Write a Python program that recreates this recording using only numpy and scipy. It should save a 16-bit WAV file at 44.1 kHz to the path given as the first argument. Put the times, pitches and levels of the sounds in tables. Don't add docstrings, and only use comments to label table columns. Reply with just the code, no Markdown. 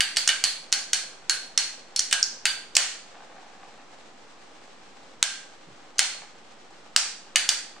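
import sys
import numpy as np
from scipy import signal
from scipy.fft import rfft, irfft, next_fast_len
from scipy.io import wavfile
from scipy.ndimage import map_coordinates

SR = 44100
rng = np.random.default_rng(int(sys.argv[2]) if len(sys.argv) > 2 else 0)


def digitize_waveform(pressure):
    field = np.atleast_2d(pressure).T
    bounded = np.clip(field, -1, 1)
    quanta = np.round(bounded * 32767).astype(np.int16)
    wavfile.write(sys.argv[1], SR, quanta)


N = 343980

# (frequency [Hz], width [Hz], level [dB])
FLOOR_MODES = [(516, 74, 1), (695, 83, 0), (805, 68, 2.5), (1190, 130, -9.5), (1713, 31, -21)]
# (frequency [Hz], relative level [dB])
TIP_COLOUR = [(300, -42.5), (700, 1.5), (1500, 4.5), (4000, 1.5), (8000, -4.5), (10500, -23.5),
              (12000, -49)]

RUMBLE_DB, SCRAPE_DB = -57, -55

WOBBLE_START_S, WOBBLE_RISE_S, WOBBLE_SETTLE_S = 3, 0.16, 0.66
SKIPS_PER_S, SKIP_DB = 120, -33
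HOP_FLOOR_DB, HOP_RIM_DB = 19, 7
BOUNCE_S, BOUNCE_DB = .017, -4

SNAP_T60_S = .003
RATTLE_S = 0.0036
SHELL_DB, SHELL_T60_S = -7, 0.059
THIN_BELOW_HZ, THIN_SHARE = 4100, 0.8
WALL_DELAY_S, WALL_DB = .011, -11

RIM_TICK_LOW_HZ, RIM_TICK_HIGH_HZ = 4800, 5830
BODY_BELOW_HZ, SIZZLE_ABOVE_HZ, SIZZLE_SHARE = 3640, 8800, 0.67
BOOM_BELOW_HZ, BOOM_GROWS, USUAL_FORCE_DB = 970, .4, -13.5
RIPPLE_DB, RIPPLE_STEP_HZ = 1.5, 130

BLOW_DB, RING_DB = 7.5, -20.5
TAIL_DB = -11.5
BODY_DB, BODY_GROWS = -32.5, 0.6


def amp(db):
    return 10 ** (np.asarray(db) / 20)


def unit(x):
    return x / np.sqrt(np.mean(x ** 2) + 1e-20)


def along(points, hz):
    f, v = np.transpose(points)
    return np.interp(np.log(hz + 1), np.log(f + 1), v)


def wobble(rate):
    knots = rng.standard_normal(int(N * rate / SR) + 4)
    return map_coordinates(knots, [np.arange(N) * rate / SR])


def noise(n, spread):
    mid, side = rng.standard_normal((2, n))
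    return np.array([mid + spread * side, mid - spread * side]) / np.hypot(1, spread)


def ticks(rate):
    return unit((rng.random(N) < rate / SR) * rng.standard_normal(N))


def filtered(x, response):
    n = x.shape[-1]
    padded = 2 * next_fast_len(n // 2 + 2048)
    spectrum = rfft(x, padded) * response(np.fft.rfftfreq(padded, 1 / SR))
    return irfft(spectrum, padded)[..., :n]


def causal(db):
    cepstrum = irfft(np.log(amp(db)))
    half = len(cepstrum) // 2
    cepstrum[1:half] *= 2
    cepstrum[half + 1:] = 0
    return np.exp(rfft(cepstrum))


def add(track, s, sound):
    part = track[:, max(round(s * SR), 0):][:, :sound.shape[1]]
    part += sound[:, :part.shape[1]]


def resonate(x, peaks):
    def response(hz):
        total = 0
        for k, (centre, width, db) in enumerate(peaks):
            damping = 1j * hz * width
            total = total + (-1) ** k * amp(db) * damping / (centre * centre - hz * hz + damping)
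        return total
    return filtered(x, response)


def room_tail(t, spread, build):
    # (frequency [Hz], t60 [s])
    decay_times = [(200, 0.26), (800, 0.38), (2000, 0.51), (4500, 0.48), (8000, 0.45), (11000, 0.35),
                   (16000, 0.16)]
    hz, s, bands = signal.stft(noise(len(t), spread), SR, nperseg=256)
    fade = amp(-60 * s / along(decay_times, hz)[:, None])
    tail = signal.istft(bands * fade, SR, nperseg=256)[1][:, :len(t)]
    return tail * (1 - np.exp(-t / build))


def room_tone():
    # (frequency [Hz], relative level [dB])
    air_colour = [(24, -35), (40, -14.5), (100, -17), (140, -8.5), (200, -5), (295, -3), (569, -7.5),
                  (755, -9), (1240, -8), (2230, -16.5), (6260, -28.5), (11000, -63), (14300, -72.5),
                  (22000, -120)]
    air = filtered(noise(N, spread=0.31), lambda hz: amp(along(air_colour, hz)))
    return amp(-55.0) * unit(air)


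def bump():
    # (frequency [Hz], relative level [dB])
    thud_colour = [(40, -22), (115, 2), (200, -6), (330, -5), (600, -24), (2000, -60)]
    start_s, level_db, t60_s = 5.672, -46, .2
    track, t = np.zeros((2, N)), np.arange(SR // 2) / SR
    thud = unit(filtered(noise(len(t), spread=.2), lambda hz: amp(along(thud_colour, hz))))
    envelope = amp(level_db - 60 * t / t60_s) * (1 - np.exp(-t / 0.0051))
    add(track, start_s, envelope * thud)
    return track


def rolling():
    flutter_db = 1.2 * wobble(rate=33)
    chatter = ticks(rate=64)
    rumble = unit(resonate(noise(N, spread=0.94) + amp(-5.5) * chatter, FLOOR_MODES))
    grind = noise(N, spread=0.88) + amp(-14.5) * chatter
    scrape = unit(filtered(grind, lambda hz: amp(along(TIP_COLOUR, hz))))
    return amp(flutter_db) * (amp(RUMBLE_DB) * rumble + amp(SCRAPE_DB) * scrape)


def hops():
    # (time [s], level [dB])
    landings = [(3.153, -38), (3.205, -39), (3.299, -41), (3.363, -39), (3.427, -46), (3.601, -42),
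                (3.631, -40), (3.797, -40.5), (3.927, -43.5), (6.219, -34.5), (7.764, -37.5)]
    # (frequency [Hz], width [Hz], level [dB])
    rim_modes = [(1545, 180, -1), (2700, 1500, -9)]
    age = np.maximum(np.arange(N) / SR - WOBBLE_START_S, 0)
    tilt = (1 - np.exp(-age / WOBBLE_RISE_S)) * np.exp(-age / WOBBLE_SETTLE_S)
    skips = ticks(SKIPS_PER_S) + amp(-6) * noise(N, spread=.3)
    track = amp(SKIP_DB - HOP_FLOOR_DB) * tilt * skips
    t = np.arange(SR // 4) / SR
    for s, db in landings:
        tap = amp(-60 * t / 0.016) * noise(len(t), spread=.2)
        tap = tap + amp(-18.5) * room_tail(t, spread=0.12, build=0.0024)
        add(track, s, amp(db) * tap)
        add(track, s + BOUNCE_S, amp(db + BOUNCE_DB) * tap)
    taps = filtered(track, lambda hz: causal(along(TIP_COLOUR, hz)))
    return amp(HOP_FLOOR_DB) * resonate(taps, FLOOR_MODES) + amp(HOP_RIM_DB) * resonate(taps, rim_modes)


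def ring(modes, t, scatter_db, swing):
    spin_hz = rng.uniform(18, 40)
    phase = swing * np.sin(2 * np.pi * (spin_hz * t + rng.random()))
    total = np.zeros(len(t))
    for hz, db, t60 in modes:
        envelope = amp(db + scatter_db * rng.standard_normal() - 60 * t / t60)
        total += envelope * np.sin(2 * np.pi * hz * t + phase)
    return total


def in_room(sound, tail):
    impulse = tail / np.linalg.norm(tail[0])
    echoes = signal.fftconvolve(sound[None], impulse, axes=1)[:, :len(sound)]
    return sound + amp(-5) * echoes


def uneven(hz):
    knots = np.arange(0, SR / 2, RIPPLE_STEP_HZ)
    return RIPPLE_DB * np.interp(hz, knots, rng.standard_normal(len(knots)))


def contact(force_db, square_db, hz):
    fullness = along([(BODY_BELOW_HZ, 1), (RIM_TICK_LOW_HZ, 0), (RIM_TICK_HIGH_HZ, 0),
                      (SIZZLE_ABOVE_HZ, SIZZLE_SHARE)], hz)
    boom = along([(BOOM_BELOW_HZ, BOOM_GROWS), (2 * BOOM_BELOW_HZ, 0)], hz)
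    return square_db * fullness + (force_db - USUAL_FORCE_DB) * boom


def crack(t, snap_db):
    snap = amp(snap_db - 60 * t / SNAP_T60_S)
    rattle = np.exp(-(t / RATTLE_S) ** 2)
    shell = amp(SHELL_DB - 60 * t / SHELL_T60_S)
    direct = (snap + rattle + shell) * noise(len(t), spread=0.19)
    lows = signal.lfilter(*signal.butter(1, THIN_BELOW_HZ, fs=SR), direct)
    direct = direct - THIN_SHARE * lows
    both = direct.copy()
    add(both, WALL_DELAY_S, amp(WALL_DB) * direct)
    return both


def clashes():
    # (time [s], force [dB], first snap [dB], squareness [dB, far below 0 = glancing],
    # clang [dB], low disc ring [dB], high disc ring [dB])
    contacts = [(0.0062, -16.5, 0, 8, 9.5, 8.5, 16.5), (0.162, -28, -5, 1, -9, -10, -4.5),
                (0.1696, -14.5, 3.5, 2, -19, 5, 14.5), (0.276, -12, -18, 0.5, 4, -16, -9),
                (0.2904, -20.5, -14, 11, 11.5, 12, 12), (0.439, -13, -6, 1.5, -9.5, 9.5, 10),
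                (0.72, -29, -20, -12, -10, 2, -5), (0.726, -12.5, 4, -0.5, 1, 7.5, 4),
                (0.932, -11, -12, -1.5, 0, 5, 2), (1.296, -12.5, -2, -1.5, 4, 10.5, 0),
                (1.5762, -9.5, -29, -2.5, -1, 6.5, -10), (1.962, -16, 4, -8, -23, 10, -9.5),
                (1.9929, -13, 5, -7, -13, -0.5, -0.5), (2.1115, -29, -22, 10, 4.5, -4, -15.5),
                (2.1271, -13, 3, 3, 7, 2.5, -10.5), (2.2285, -10, 12, -22.5, -19.5, -7, -3),
                (2.4546, -16, -35, 7, 8, 3.5, 16), (2.7521, -13.5, -20, -9, -24, -5, 4.5),
                (2.767, -5, -12.5, 1, -12.5, -3, -0.5), (5.2276, -10.5, 10.5, 1.5, 5, -1, -20.5),
                (5.9832, -20, -18, -9.5, -14.5, -21.5, -13), (5.9921, -7.5, -16.5, 2, -6.5, 3.5, -8),
                (6.9625, -5.5, -21, -2, -7.5, -9, 4.5), (7.358, -11.5, -22, 5, -3, 0.5, 10),
                (7.4901, -10, -4, -0.5, -3, -5, 8.5)]
    # (frequency [Hz], relative level [dB])
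    crack_colour = [(100, -43.5), (300, -29.5), (560, -14.5), (780, -8), (1000, -13.5), (1300, -7),
                    (1580, -3.5), (2200, -4), (3000, -3), (4000, -4.5), (5800, -1.5), (9000, -7.5),
                    (11200, -33.5), (16000, -35.5)]
    # (frequency [Hz], level [dB], t60 [s])
    clang_modes = [(1516, -7, 0.26), (1589, -7, 0.42), (1625, -1.5, 0.16), (1708, -13, 0.33)]
    # (frequency [Hz], level [dB], t60 [s])
    body_modes = [(1830, 7.5, .08), (2216, 0.5, .1), (2418, 0, .13), (2926, 6, 0.19), (2954, 4.5, .16),
                  (3030, 6, .16), (3240, 0, .12), (3750, 1, 0.17), (5580, 5.5, .07)]
    # (frequency [Hz], level [dB], t60 [s])
    low_disc = [(4274, 1, .16), (4405, -3, .25), (10315, -16, .22), (10500, -16, .28)]
    high_disc = [(4621, -3, .17), (4748, -3.5, .17), (10420, -20, .22), (12030, -28, .16), (12220, -28, .2)]
    # (frequency [Hz], side level [dB])
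    width = [(300, -28), (700, -20), (1300, -10), (2500, -1.5), (8000, 3)]
    track, t = np.zeros((2, N)), np.arange(SR // 2) / SR
    for s, force_db, snap_db, square_db, clang_db, low_db, high_db in contacts:
        tail = room_tail(t, spread=0.8, build=0.0087)
        bodies = ring(body_modes, t, scatter_db=2, swing=1)
        struck = [(clang_db, clang_modes), (low_db, low_disc), (high_db, high_disc)]
        rings = sum(amp(db) * ring(modes, t, scatter_db=1, swing=1.15) for db, modes in struck)
        body_db = BODY_DB + BODY_GROWS * square_db
        blow = crack(t, snap_db) + amp(TAIL_DB) * tail + amp(body_db) * bodies
        blow = filtered(blow, lambda hz: causal(
            along(crack_colour, hz) + contact(force_db, square_db, hz) + uneven(hz)))
        add(track, s, amp(force_db) * (amp(BLOW_DB) * blow + amp(RING_DB) * in_room(rings, tail)))
    left, right = track * amp([[-.8], [.8]])
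    side = filtered((left - right) / 2, lambda hz: amp(along(width, hz)))
    return (left + right) / 2 + np.array([side, -side])


def scene():
    return room_tone() + bump() + rolling() + hops() + clashes()


def limiter(x, ceiling_db, attack, release):
    excess = 1 - np.minimum(1, amp(ceiling_db) / (np.abs(x).max(axis=0) + 1e-9))
    fade = np.exp(-np.arange(N) / SR / release)
    held = np.maximum.accumulate(excess / fade) * fade
    pole = np.exp(-1 / (attack * SR))
    return x * (1 - signal.lfilter([1 - pole], [1, -pole], held))


def record(dry):
    top_hz = 16300
    limited = limiter(dry + .0024, ceiling_db=-1.5, attack=.001, release=.1)
    return filtered(np.clip(limited, -1, 1), lambda hz: 1 / (1 + (hz / top_hz) ** 100))


dry = scene()
out = record(dry)
digitize_waveform(out)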